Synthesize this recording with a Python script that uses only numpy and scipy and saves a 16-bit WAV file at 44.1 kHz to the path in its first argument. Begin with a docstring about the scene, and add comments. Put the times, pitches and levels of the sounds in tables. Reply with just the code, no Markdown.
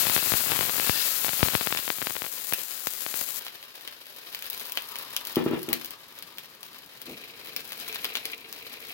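"""Water meets hot oil and spices in a small pan on a gas hob: steam roars and fries, and a cloud of spray
peppers the left microphone port with hiss and clicks. At 3.4 s the spray stops as a second pour drowns
the oil; bursting bubbles and steam pockets keep the pan frying and spitting over murmuring water.
From 5.4 s the jug knocks and grates on the counter, ringing its modes. From 7 s a wooden spoon stirs:
clumped slips rasp in the pan's resonances and water sloshes round it. Burner and room rush throughout."""
import sys
import numpy as np
from scipy import signal
from scipy.fft import rfft, irfft
from scipy.io import wavfile

SR = 44100
rng = np.random.default_rng(int(sys.argv[2]) if len(sys.argv) > 2 else 0)


def persist_wave(psi):
    """Save psi, clipped to +-1, as 16-bit WAV."""
    counts = np.round(np.clip(psi, -1, 1) * 32767).astype(np.int16)
    wavfile.write(sys.argv[1], SR, np.atleast_2d(counts).T)


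N = 393813
TIME = np.arange(N) / SR

# Rush of burner and room. Each row: frequency in Hz, relative density in dB per Hz.
ROOM_COLOUR = [(25, -31), (60, -5), (130, 4.5), (350, 4), (700, -0.5), (2000, -4), (8000, -14.5)]
# Water murmuring as it heats. Each row: time in seconds, relative level in dB.
MURMUR_LEVEL = [(3.0, -80.5), (3.6, -61), (4.3, -71.5), (4.8, -49.5), (5.3, -52), (6.3, -59), (7.0, -64.5),
                (7.6, -64)]
# Resonances of the still water in the pan. Each row: frequency in Hz, width in Hz, relative height in dB.
STILL_PAN_RESONANCES = [(950, 110, 0), (1220, 220, -2)]
# Jug touching the counter. Each row: start in seconds, relative peak in dB, loss per rebound in dB.
JUG_KNOCKS = [(5.369, -10, 10.5), (5.462, -13.5, 15), (5.512, -18.5, 11), (5.534, -17.5, 9.5),
              (5.684, -24.5, 1)]
# Modes of the counter. Each row: frequency in Hz, relative level in dB, 60 dB decay time in seconds.
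COUNTER_MODES = [(149, -15.5, 0.38), (243.4, -6, 0.15), (275, -2.5, 0.049), (334, -1.5, 0.065),
                 (370, -3.5, 0.1), (461, -19.5, 0.29), (636, -24, 0.11), (835, -12, 0.02)]
# Base of the jug grating on the counter. Each row: frequency in Hz, relative density in dB per Hz.
GRATE_COLOUR = [(200, -15), (500, 4), (1200, 3.5), (1800, -0.5), (3200, -1), (5000, -18), (9000, -47)]
# Resonances of the stirred pan. Each row: frequency in Hz, width in Hz, relative height in dB.
STIRRED_PAN_RESONANCES = [(446, 16, 9.5), (705, 33, 2), (1350, 52, 4), (1900, 27, -2), (2090, 410, 8),
                          (2610, 700, 7.5), (4080, 570, 2.5)]
# Water sloshing round the spoon. Each row: frequency in Hz, relative density in dB per Hz.
SLOSH_COLOUR = [(30, -34), (70, -11), (160, -7.5), (260, 1), (450, -3.5), (700, -16), (1500, -28)]
# First water flashing to steam. Each row: time in seconds, relative level in dB.
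FLASH_LEVEL = [(0, -34), (.2, -33), (.4, -41), (.55, -37), (.75, -44), (.88, -31.5), (1.0, -31), (1.2, -44),
               (1.6, -37), (2.4, -60.5)]
# Resonances of the nearly empty pan. Each row: frequency in Hz, width in Hz, relative height in dB.
EMPTY_PAN_RESONANCES = [(1282, 70, 2.5), (1460, 430, -3.5), (2535, 130, 4.5), (3320, 490, -1),
                        (4530, 810, -2.5), (5500, 380, -13)]
# Vigour of the frying. Each row: time in seconds, relative level in dB.
FRYING_LEVEL = [(0.0, -37), (0.72, -39.5), (0.92, -39.5), (1.45, -40.5), (1.8, -45), (2.7, -49.0),
                (3.45, -44.5), (3.7, -48.5), (4.3, -46), (4.6, -41), (5.2, -45), (5.8, -48), (5.97, -53.5),
                (6.92, -51.5), (7.05, -48.5), (7.3, -51), (7.9, -42), (8.4, -51), (8.93, -46)]
# Coarse bubbles, then fine fizz. Each row: frequency in Hz, relative density in dB per Hz.
BUBBLE_COLOUR = [(60, -22), (280, -9.5), (430, -4.5), (600, -7.5), (1050, -7), (1300, -5.5), (1700, -3.5),
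                 (2900, -1.5), (5200, -3), (6200, -10), (8500, -14), (15000, -41)]
FIZZ_COLOUR = [(200, -67), (3000, -17), (6000, -11.5), (8500, -15.5), (10000, -12), (12000, -3.5),
               (15500, -6.5)]
# Loudest steam pockets bursting in the oil and spitting on the hot wall.
# Each row: start in seconds, relative level in dB, boost of the treble band in dB.
LOUD_POPS = [(1.4336, -21, 9), (1.773, -26, -10), (2.5353, -15.5, 4.5), (2.871, -18, 30),
             (3.4664, -33.5, -14), (3.8762, -32.5, -1.5), (4.348, -28, 7), (4.424, -31, 6),
             (4.5009, -25, 21), (4.5975, -32, 11.5), (4.721, -26, 15), (4.7734, -24, -9), (4.957, -31, 0),
             (4.9866, -29, 17), (5.165, -19.5, 7), (5.2518, -31, 16), (5.271, -26, 13), (5.297, -38, 13),
             (5.358, -24.5, 6.5), (5.6305, -30, 24), (5.689, -28, 10), (5.7298, -15, 4.5),
             (5.8465, -29.5, 18), (5.8588, -31, 22), (5.9075, -32.5, 23), (6.1885, -36, 14),
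             (6.225, -34, 5.5), (6.384, -33, 2.5), (6.631, -34.5, 4), (7.017, -33.5, 13),
             (7.5634, -22.5, 5), (7.721, -32, -0.5), (7.927, -31.5, 3), (7.9586, -30.5, -11),
             (8.0451, -23.5, 1), (8.0529, -28.5, -9), (8.154, -24, -4.5), (8.171, -29, -9),
             (8.2545, -24.5, 2), (8.527, -31, 7)]
# Cracks of the pops. Each row: frequency in Hz, relative density in dB per Hz.
POP_COLOUR = [(50, -35), (200, -6), (500, -4), (1500, 1), (3000, 9.5), (5000, 2.5), (8500, -9.5),
              (12000, 2.5), (15500, 5)]
# Fine spray hissing on the left port. Each row: time in seconds, relative level in dB.
MIST_LEVEL = [(0.0, -20.0), (0.7, -23.4), (0.92, -22), (1.45, -25), (1.7, -28.5), (2.4, -32), (2.95, -32),
              (3.15, -28), (3.38, -30)]
# Ticks of that spray. Each row: frequency in Hz, relative density in dB per Hz.
MIST_COLOUR = [(50, -31), (150, -13), (400, -13.5), (1200, -9), (2700, -8), (4500, -4.5), (5900, -6),
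               (7300, -2.5), (8800, -6), (11500, 0.5), (15500, 1)]
# Largest drops on the left port. Each row: start in seconds, relative push in dB, settling scale in seconds.
LARGE_DROPS = [(0.0692, -7, 0.00034), (0.0982, -7.5, 0.00033), (0.164, -1.5, 0.0004), (0.178, -6, 0.00017),
               (0.3204, -4.5, 0.00078), (0.3382, -5.5, 0.0011), (0.5192, -4.5, 0.00042),
               (0.5908, -6.5, 0.00052), (0.6099, -4.5, 0.0003), (0.6956, -6, 0.00011),
               (0.7985, -3.5, 0.00016), (0.8955, -2.5, 0.0017), (1.2463, -5.5, 0.00016),
               (1.2918, -7.5, 0.00023), (1.4298, 0.5, 0.0038), (1.4851, -4.5, 0.00022),
               (1.5518, 0.5, 0.00082), (1.6722, -3, 0.0003), (1.7254, -1.5, 0.00011),
               (1.7495, -8.5, 0.00021), (1.8788, -7.5, 0.00022), (1.903, -1, 0.000093),
               (2.0178, -8, 0.00025), (2.0251, -11.5, 0.00025), (2.0705, -5, 0.0002),
               (2.1068, -12.5, 0.00034), (2.1655, -11, 0.00024), (2.22, -8.5, 0.00026),
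               (2.2423, -14.5, 0.00025), (2.5245, -6.5, 0.00036), (2.871, -7, 0.00028),
               (3.0641, -8, 0.00016), (3.1414, -11, 0.00023), (3.2144, -14.5, 0.00035)]
# Smaller drops landing between them. Each row: time in seconds, rate in drops per second.
SMALL_DROP_RATE = [(0, 99.5), (.8, 110.5), (.95, 6), (1.15, 6), (1.5, 60), (2.4, 0)]
# Microphone body shading its right port. Each row: frequency in Hz, gain in dB.
RIGHT_SHADE = [(100, -5.5), (400, -0.5), (2000, -3), (4300, -3.5), (6300, -10), (8300, -13.5),
               (11000, -9.5), (15500, -5)]

CUTOFF_HZ = 15900
# the second pour drowns the oil: the spray level falls at this rate
DROWNED_S, DROWNING_DB_PER_S = 3.392, 1500
# coarse bubbles match the fizz setting at an even simmer and follow a share of its swing in dB
SIMMER_DB, BUBBLES_FOLLOW = -46.5, 0.69
# small pops: rate at an even simmer, setting above the frying curve
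SPITS_PER_S, SPIT_DB = 22, 7
# each loud pop throws up oil and stirs a short surge of frying
SURGE_DB, SURGE_S = -20, 0.043
# a loud pop cracks again as its pocket collapses: this much later and weaker
COLLAPSE_S, COLLAPSE_LOSS_DB = 0.0085, 13.5
REBOUND_S = 0.012
# the spoon dips in, sweeps round the pan and bears down once
STIR_START_S, STIR_DB = 7.0, -52
PRESS_S, PRESS_LENGTH_S, PRESS_DB = 8.1, 0.28, 7.5
# the slosh is strongest as the spoon plunges in
SLOSH_DB, PLUNGE_DB, PLUNGE_S, PLUNGE_LENGTH_S = -60, 19.5, 7.105, 0.061


def from_db(db):
    """Decibels to gain."""
    return 10 ** (np.asarray(db) / 20)


def rms_one(x):
    """Scale to unit power."""
    return x / np.sqrt(np.mean(x ** 2) + 1e-20)


def in_time(rows):
    """Each column of a curve at every sample."""
    s, *columns = np.transpose(rows)
    return [np.interp(TIME, s, c) for c in columns]


def drift(rate):
    """Random wander through points of spread one, this many a second."""
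    knots = rng.standard_normal(N // 20)
    return np.interp(TIME * rate, np.arange(len(knots)), knots)


def swell(peak_s, length_s):
    """A smooth rise to one and fall again."""
    return np.exp(-((TIME - peak_s) / length_s) ** 2)


def at_random(per_s):
    """Moments of chance events at a rate that may change."""
    return TIME[rng.random(N) < per_s / SR]


def grains(per_s, spread_db, largest):
    """Random clicks of either sign, many small and a few large; unit power overall, even as the rate moves."""
    sizes = from_db(spread_db * np.minimum(rng.exponential(1, N), largest)) / np.sqrt(per_s)
    signs = rng.choice([-1, 1], N)
    struck = rng.random(N) < per_s / SR
    return rms_one(sizes * signs * struck)


def through(x, response):
    """Pass a sound through an impulse response."""
    return signal.oaconvolve(np.atleast_2d(x), np.atleast_2d(response), axes=-1)[:, :N]


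def colour(x, points, size=4096):
    """Causal (minimum-phase) filter with the given spectrum."""
    hz, db = np.transpose(points)
    grid = np.maximum(np.arange(size // 2 + 1) * SR / size, 1)
    gain = from_db(np.interp(np.log(grid), np.log(hz), db))
    # folding the cepstrum puts the energy as early as possible
    cepstrum = irfft(np.log(gain))[:size // 2]
    cepstrum[1:] *= 2
    return through(x, irfft(np.exp(rfft(cepstrum, size))))


def ring(x, hz, t60):
    """A unit click sets a decaying sine of initial height one ringing."""
    r, w = from_db(-60 / (t60 * SR)), 2 * np.pi * hz / SR
    return signal.lfilter([0, np.sin(w)], [1, -2 * r * np.cos(w), r * r], x + 1e-18)


def resonate(x, peaks):
    """Parallel resonances of given centre, width and relative height, in alternate sign; unit power."""
    total = 0
    for k, (hz, width, db) in enumerate(peaks):
        t60 = np.log(1000) / (np.pi * width)
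        total = total + (-1) ** k * from_db(db) * width * ring(x, hz, t60)
    return rms_one(total)


def scatter(decay_s, size=24000):
    """A dying spray of reflections, different at each port; unit energy."""
    t = TIME[:size]
    envelope = np.exp(-t / decay_s) * (1 - np.exp(-8 * t / decay_s))
    tail = rng.standard_normal((2, size)) * envelope
    return tail / np.sqrt(np.sum(tail ** 2, axis=1, keepdims=True))


def kitchen(x, near_db, room_db, near_s=0.0057, room_s=0.025, wall_hz=5500):
    """Direct sound, quick reflections from pan and hob, then the duller room."""
    dull = signal.butter(1, wall_hz, fs=SR, output="sos")
    response = from_db(near_db) * scatter(near_s)
    response += from_db(room_db) * signal.sosfilt(dull, scatter(room_s))
    response[[0, 1], [0, 5]] += 1   # direct sound, five samples later on the right
    return through(x, response)


def room_tone(level_db=-58.5, early_db=-10.0, rise_start_s=4.2, rise_s=0.97):
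    """Soft rush of burner and room, mostly alike at both ports; it starts lower and comes up once."""
    air = rng.standard_normal(N) + 0.44 * rng.standard_normal((2, N))
    risen = np.clip((TIME - rise_start_s) / rise_s, 0, 1)
    return from_db(level_db + early_db * (1 - risen)) * rms_one(colour(air, ROOM_COLOUR))


def murmur():
    """Small bubbles collapse under the water and ring in the pan."""
    level_db, = in_time(MURMUR_LEVEL)
    collapses = grains(per_s=250, spread_db=2.5, largest=5.8)
    ringing = resonate(collapses, STILL_PAN_RESONANCES) * from_db(level_db)
    return kitchen(ringing, near_db=-43, room_db=-9.0) * from_db([[0], [-4]])


def knocks(grate_s=0.03, grate_db=-24, lowest_hz=102):
    """The jug lands, rocks and grates; each touch rings the counter a little differently."""
    touches = [(s + k * REBOUND_S, db - k * loss_db) for s, db, loss_db in JUG_KNOCKS for k in range(3)]
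    s, peak_db = np.transpose(touches)
    blows = np.zeros(N)
    blows[np.round(s * SR).astype(int)] = from_db(peak_db)
    thud = sum(ring(blows * from_db(db + rng.normal(0, 1.5, N)), hz, t60) for hz, db, t60 in COUNTER_MODES)
    low_cut = signal.butter(2, lowest_hz, "high", fs=SR, output="sos")   # keeps the lowest rumble out of the thud
    thud = signal.sosfilt(np.vstack([low_cut, low_cut]), thud)
    thud = thud + from_db(-3) * through(thud, scatter(0.058))
    rubbing = signal.lfilter([1], [1, -np.exp(-1 / (grate_s * SR))], blows + 1e-18)
    grit = rms_one(colour(grains(per_s=2500, spread_db=3.0, largest=4.0), GRATE_COLOUR))
    grate = kitchen(rubbing * grit, near_db=-3.0, room_db=-1.5)
    return from_db(-5.5) * thud + from_db(grate_db) * grate


def spoon(dip_s=0.097):
    """Wood drags over spices on the bottom and rasps in the pan's resonances, pushing the water aside."""
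    dipped = np.clip((TIME - STIR_START_S) / dip_s, 0, 1)
    pressure_db = STIR_DB + PRESS_DB * swell(PRESS_S, PRESS_LENGTH_S)
    slips = grains(per_s=800, spread_db=7.0, largest=3.8) * from_db(2.8 * drift(25))
    rasp = resonate(slips, STIRRED_PAN_RESONANCES) * from_db(pressure_db)
    slosh_db = SLOSH_DB + PLUNGE_DB * swell(PLUNGE_S, PLUNGE_LENGTH_S)
    slosh = rms_one(colour(rng.standard_normal(N), SLOSH_COLOUR)) * from_db(slosh_db)
    return kitchen(rasp * dipped, near_db=1.5, room_db=-20.0) + slosh * dipped


def flash():
    """The first water boils away at once and roars in the hollow of the pan."""
    level_db, = in_time(FLASH_LEVEL)
    roar = resonate(grains(per_s=9000, spread_db=3.0, largest=5.0), EMPTY_PAN_RESONANCES)
    # swirling steam changes the speed of sound, so the resonances wander
    sound_speed = 1 + .05 * drift(9)
    roar = np.interp(np.cumsum(sound_speed) / SR, TIME, roar)
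    roar = roar * from_db(level_db - 2 + 0.94 * drift(22.3))
    return kitchen(roar, near_db=3.0, room_db=-11.0) * from_db([[0], [-7]])


def vigour():
    """Level setting of the frying in dB, with a dying surge after each loud pop."""
    kicks = np.zeros(N)
    for s, db, _ in LOUD_POPS:
        kicks[round(s * SR)] = from_db(db + SURGE_DB)
    surge = signal.lfilter([1], [1, -np.exp(-1 / (SURGE_S * SR))], kicks + 1e-18)
    return 20 * np.log10(np.hypot(from_db(in_time(FRYING_LEVEL)[0]), surge))


def frying(clump_db=4.5, bubbles_db=-0.5, treble_db=-0.3):
    """Bubbles burst in clumps at three places in the pan; the finest ones fizz in the treble."""
    fizz_db = vigour()
    bubble_db = SIMMER_DB + BUBBLES_FOLLOW * (fizz_db - SIMMER_DB)
    bubbles, fizz = 0, 0
    for place in range(3):
        clumps = from_db(clump_db * drift(60))
        bursts = grains(per_s=1100, spread_db=4.8, largest=5.0)
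        foam = grains(per_s=900, spread_db=5.5, largest=5.0)
        coarse = bursts * clumps * from_db(bubble_db)
        fine = (bursts + foam) * clumps * from_db(fizz_db)
        bubbles = bubbles + kitchen(coarse, near_db=0.0, room_db=1.0)
        fizz = fizz + kitchen(fine, near_db=-2.0, room_db=-1.5)
    return from_db(bubbles_db) * colour(bubbles, BUBBLE_COLOUR) + from_db(treble_db) * colour(fizz, FIZZ_COLOUR)


def spits(spread_db=1.5, bright_db=14, bright_spread_db=6, largest=1.3):
    """Small pops, more and louder as the frying grows: rows like those of the loud pops."""
    fry_db, = in_time(FRYING_LEVEL)
    s = at_random(SPITS_PER_S * from_db(fry_db - SIMMER_DB))
    size, tone = np.minimum(rng.standard_normal((len(s), 2)), largest).T
    level_db = np.interp(s, TIME, fry_db) + SPIT_DB + spread_db * size
    return list(zip(s, level_db, bright_db + bright_spread_db * tone))


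def pops(burst_s=0.001, split_hz=6500, level_db=3.5, spit_growth=0.55):
    """Each steam pocket cracks open at its own place in the pan; louder ones spit more after the crack."""
    out, t = np.zeros((2, N + SR)), TIME[:600]
    low_pass, high_pass = (signal.butter(2, split_hz, kind, fs=SR, output="sos") for kind in ("low", "high"))
    collapses = [(s + COLLAPSE_S, db - COLLAPSE_LOSS_DB, bright_db) for s, db, bright_db in LOUD_POPS]
    for s, db, bright_db in list(LOUD_POPS) + collapses + spits():
        spit = from_db(spit_growth * db - 2) * rng.standard_normal(len(t)) * np.exp(-t / burst_s)
        spit[0] -= 1   # the crack itself
        crack = signal.sosfilt(low_pass, spit) - signal.sosfilt(high_pass, spit) * from_db(bright_db)
        # level set by the energy, spread over 2 ms
        crack *= from_db(db + level_db) / np.sqrt(np.sum(crack ** 2) / (.002 * SR))
        heard = kitchen(crack, near_db=-5.5, room_db=-5.0)
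        at = round(s * SR)
        out[:, at:at + heard.shape[1]] += heard
    return colour(out[:, :N], POP_COLOUR)


def mist(thick_db=-22, gain_db=3.0):
    """Tiny droplets tick on the left port: a smooth hiss in thick cloud, single ticks as it thins."""
    level_db = in_time(MIST_LEVEL)[0] - DROWNING_DB_PER_S * np.clip(TIME - DROWNED_S, 0, .03)
    thickness = from_db(level_db - thick_db) ** 2
    ticks = grains(per_s=30000 * thickness + 2500, spread_db=3.0, largest=5.8)
    strays = grains(per_s=1000 * thickness + 90, spread_db=4.0, largest=3.2) / (1 + thickness)
    hiss = rms_one(colour(ticks + from_db(-3) * strays, MIST_COLOUR))
    return hiss * from_db(level_db + gain_db + 1.48 * drift(40.52))


def droplets(push_s=0.00022, recoil=0.41, stretch=5.1, port_hz=80, soft_hz=5200,
             level_db=1.5, small_db=-16.0, spread_db=2.5):
    """A landing drop pushes on the port and recoils; slow-settling ones recoil harder."""
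    moments = at_random(in_time(SMALL_DROP_RATE)[0])
    small = [(s, small_db + spread_db * rng.normal(), rng.uniform(.00015, .0005)) for s in moments]
    out, t = np.zeros(N), TIME[:2000]
    for s, peak_db, settle_s in list(LARGE_DROPS) + small:
        push = np.sin(np.pi * t / push_s) ** 2 * (t <= push_s)
        strength = min(recoil * np.sqrt(settle_s / 0.0012), 1)
        pull = strength * np.exp(-t / (stretch * settle_s)) * (t > push_s)
        at = round(s * SR)
        out[at:at + len(t)] += from_db(peak_db + level_db) * (push - pull)
    leak = signal.butter(2, port_hz, "high", fs=SR, output="sos")
    soften = signal.butter(2, soft_hz, fs=SR, output="sos")
    return signal.sosfilt(np.vstack([leak, leak, soften]), out)


def scene():
    """The pan, spoon and jug reach both ports; the spray touches only the left."""
    left, right = flash() + frying() + murmur() + pops() + spoon() + knocks()
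    spray = mist()[0] + droplets()
    return np.vstack([left + spray, colour(right, RIGHT_SHADE)]) + room_tone()


def record(dry):
    """The highest peaks are rounded and the top is cut steeply."""
    rounded = dry / (1 + (dry / .97) ** 6) ** (1 / 6)
    return signal.sosfilt(signal.ellip(12, .1, 80, CUTOFF_HZ, fs=SR, output="sos"), rounded)


dry = scene()
out = record(dry)
persist_wave(out)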